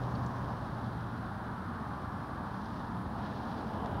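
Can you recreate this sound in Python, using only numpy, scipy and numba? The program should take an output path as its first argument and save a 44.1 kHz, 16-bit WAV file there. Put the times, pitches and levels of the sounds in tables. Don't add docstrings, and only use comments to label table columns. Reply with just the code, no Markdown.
import sys
import numpy as np
from scipy import signal
from scipy.fft import rfft, irfft
from scipy.io import wavfile
from numba import njit

SR = 44100
rng = np.random.default_rng(int(sys.argv[2]) if len(sys.argv) > 2 else 0)


def materialize(psi):
    bounded = np.clip(np.atleast_2d(psi).T, -1, 1)
    quanta = np.round(bounded * 32767).astype(np.int16)
    wavfile.write(sys.argv[1], SR, quanta)


N = 176400


def swarm(count=22, middle_hz=205.32, spread=.17, waver=.035, swing_db=2.5, hum_db=-46):
    # (multiple of the beat rate, relative level [dB])
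    overtones = [(1, -0.5), (2, -13.5), (3, -14.5), (4, -9), (6, -11.5), (8, -28.5), (11, -37.5),
                 (20, -31.5)]
    out = 0
    for rank in np.linspace(-1, 1, count):
        hz = middle_hz * np.exp(spread * (rank + rank ** 3) + waver * walk(4))
        out = out + wingbeat(hz, overtones) * undb(swing_db * walk(1.898))
    return level(out, hum_db)


def close_bees(doppler=.012, waver=.008):
    # (time when nearest [s], wingbeat [Hz], level [dB], half duration [s])
    flybys = [(1.549, 235.6, -48, 0.1286), (1.792, 222, -46.5, 0.0918), (1.941, 205, -44, 0.081),
              (2.501, 197, -49, 0.119), (2.96, 177.6, -48.5, 0.0752), (3.264, 210, -48, .13),
              (3.769, 215, -46.5, 0.088), (3.886, 204, -46.5, 0.1505)]
    # (multiple of the beat rate, relative level [dB])
    overtones = [(1, 1.5), (2, -15.5), (3, -16), (4, -4), (5, -5), (6, -15), (8, -17.5), (11, -39),
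                 (20, -38.5)]
    t = np.arange(N) / SR
    out = 0
    for at, hz, db, half in flybys:
        along = (t - at) / half
        pitch = hz * (1 - doppler * along / np.hypot(along, 1) + waver * walk(14))
        out = out + wingbeat(pitch, overtones) * undb(db) * swell(at, half)
    return out


def wingbeat(hz, overtones, size=1024, overtone_count=20):
    multiples, db = np.array(overtones).T
    harmonics = np.arange(1, overtone_count + 1)
    gains = undb(np.interp(harmonics, multiples, db))
    cycles = np.outer(harmonics, np.arange(size) / size) + rng.random((overtone_count, 1))
    stroke = gains @ np.sin(2 * np.pi * cycles)
    loop = np.append(stroke, stroke[0])
    beats = np.cumsum(hz) / SR + rng.random()
    return level(np.interp(beats % 1 * size, np.arange(size + 1), loop), 0)


def exhaust():
    # (time [s], pitch [Hz], level [dB])
    drone = [(0, 122, -38.5), (.25, 121.8, -40.5), (.4, 120.5, -42), (.62, 119.5, -46.5), (.8, 119, -43.5),
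             (.95, 118, -41.5), (1.3, 117.5, -46), (1.45, 116.5, -50), (2.05, 115, -49.5), (2.4, 114, -58),
             (2.95, 113, -48.5), (4, 114.1, -55)]
    phase = 2 * np.pi * np.cumsum(curve(drone)) / SR
    return np.sqrt(2) * np.sin(phase) * undb(curve(drone, column=2))


def road(rumble_db=-43, tyres_db=-45, fade_steepness=1.67):
    # (frequency [Hz], relative level [dB])
    rumble = [(20, -39.5), (40, -28.5), (54, -1.5), (66, -3), (85, 1), (140, -1.5), (200, -3.5),
              (295, -5.5), (400, -18), (800, -53.5)]
    # (frequency [Hz], relative level [dB])
    tyres = [(200, -7.5), (400, -6.5), (570, -7), (780, -0.5), (1080, -1), (1400, -7), (1700, -9),
             (2000, -21.5), (2400, -30), (3200, -44.5), (6000, -54.5)]
    # (frequency [Hz], relative level [dB])
    near_roar = [(25, -34), (55, 4.5), (100, 5.5), (170, 8), (320, -1), (440, -4.5), (650, -2), (900, -4.5),
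                 (1100, -9), (1350, -12), (2000, -29.5), (5000, -49.5)]
    # (time when nearest [s], level [dB], half duration [s])
    passes = [(0.163, -41, 1), (3.945, -40, 0.973)]
    # (time [s], centre of the band [Hz], level [dB])
    swish_path = [(0, 1024, -49), (.55, 987, -49.5), (.8, 1293, -57.5), (1.1, 1420, -52.5),
                  (1.45, 1380, -52.5), (2, 1168, -49.5), (2.35, 1179, -52), (2.8, 972, -54),
                  (3.3, 843, -51.5), (4, 832, -46)]
    t = np.arange(N) / SR
    out = noise(rumble) * undb(rumble_db)
    out += noise(tyres) * undb(tyres_db + 0.64 * walk(5.14))
    for at, db, half in passes:
        distance_squared = 1 + ((t - at) / half) ** 2
        out += noise(near_roar) * undb(db) / distance_squared ** fade_steepness
    swish = resonate(rng.standard_normal(N), curve(swish_path), width_hz=340)
    return out + level(swish, 0) * undb(curve(swish_path, column=2))


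def leaves(steady_db=-65.5, grain_db=1.5):
    # (frequency [Hz], relative level [dB])
    steady = [(1200, -3), (2600, -2.5), (3200, 3), (4000, 1.5), (5000, -3), (6000, -10.5), (7200, -16),
              (12000, -35)]
    # (time of the peak [s], level [dB], half duration [s], centre [Hz], width [Hz])
    rustles = [(.12, -68, 0.8, 4920, 5000), (1.102, -69.5, 0.63, 3760, 1300),
               (2.71, -65, 0.254, 4230, 3000), (3.247, -64, 0.136, 3910, 2800),
               (3.503, -62, 0.312, 4050, 3000), (3.9, -65, 0.213, 3175, 900)]
    # (frequency [Hz], relative level [dB])
    rustle_range = [(2500, 5.5), (4200, -1), (5500, -1), (6200, -4), (8000, -18)]
    sizzle = (3, -79, -0.05, 10800, 3500)
    out = noise(steady) * undb(steady_db)
    for at, db, half, hz, width in rustles:
        out += level(resonate(noise(rustle_range), hz, width), db) * swell(at, half)
    at, db, half, hz, width = sizzle
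    out += level(resonate(rng.standard_normal(N), hz, width), db) * swell(at, half)
    return out * undb(grain_db * walk(120))


def ticks():
    # (time [s], peak level [dB], ring [Hz], width [Hz], decay [s])
    events = [(.036, -50.5, 4400, 3000, 0.003), (0.15, -47, 4434, 550, 0.0068),
              (.156, -52.5, 3600, 3500, 0.0033), (.263, -49.5, 6000, 5000, 0.006),
              (.383, -55, 5000, 2600, .003), (.843, -52, 3950, 1200, 0.003),
              (3.86, -41.5, 3700, 3200, .0006)]
    # (frequency [Hz], relative level [dB])
    tick_range = [(2000, -13.5), (3000, 4.5), (7500, -2), (8500, -18.5), (14000, -11.5)]
    t = np.arange(N) / SR
    out = 0
    for at, db, hz, width, decay in events:
        fade = (t >= at) * np.exp(-np.abs(t - at) / decay) + 1e-12
        ring = resonate(noise(tick_range) * fade, hz, width)
        out = out + undb(db) * ring / np.abs(ring).max()
    return out


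def undb(db):
    return 10 ** (np.asarray(db) / 20)


def level(x, db):
    return x * undb(db) / np.sqrt(np.mean(x ** 2))


def curve(table, column=1):
    rows = np.array(table)
    return np.interp(np.arange(N) / SR, rows[:, 0], rows[:, column])


def swell(at, half):
    return np.exp(-((np.arange(N) / SR - at) / half) ** 2)


def walk(rate):
    targets = rng.standard_normal(512)
    place = np.arange(N) / SR * rate + rng.random()
    i = place.astype(int)
    part = place - i
    ease = part * part * (3 - 2 * part)
    return targets[i % 512] * (1 - ease) + targets[(i + 1) % 512] * ease


def noise(points):
    hz, db = np.array(points).T
    frequencies = np.maximum(np.arange(N // 2 + 1) * SR / N, 1)
    gains = undb(np.interp(np.log(frequencies), np.log(hz), db))
    return level(irfft(rfft(rng.standard_normal(N)) * gains, N), 0)


@njit
def band(x, hz, width):
    out, band_state, low_state = np.empty(len(x)), 0., 0.
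    for i in range(len(x)):
        tuning, damping = np.tan(np.pi * hz[i] / SR), width / hz[i]
        passed = (band_state + tuning * (x[i] - low_state)) / (1 + tuning * (tuning + damping))
        band_state = 2 * passed - band_state
        low_state += 2 * tuning * passed
        out[i] = damping * passed
    return out


def resonate(x, hz, width_hz):
    centre = np.ones(N) * hz
    once = band(x, centre, float(width_hz))
    return band(once, centre, float(width_hz))


def scene():
    return (swarm() + close_bees() + exhaust() + road() + leaves() + ticks())[None]


def record(dry, hiss_db=-75.5, top_hz=15750):
    # (frequency [Hz], relative level [dB])
    hiss = [(2000, 13.5), (6000, 14), (7500, -9), (8300, 12.5), (8630, 21), (9000, 16), (10400, 20),
            (12000, 11.5), (14000, -19.5), (16000, -19.5)]
    low_pass = signal.ellip(10, .1, 70, top_hz, fs=SR, output="sos")
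    return signal.sosfilt(low_pass, dry + noise(hiss) * undb(hiss_db))


dry = scene()
out = record(dry)
materialize(out)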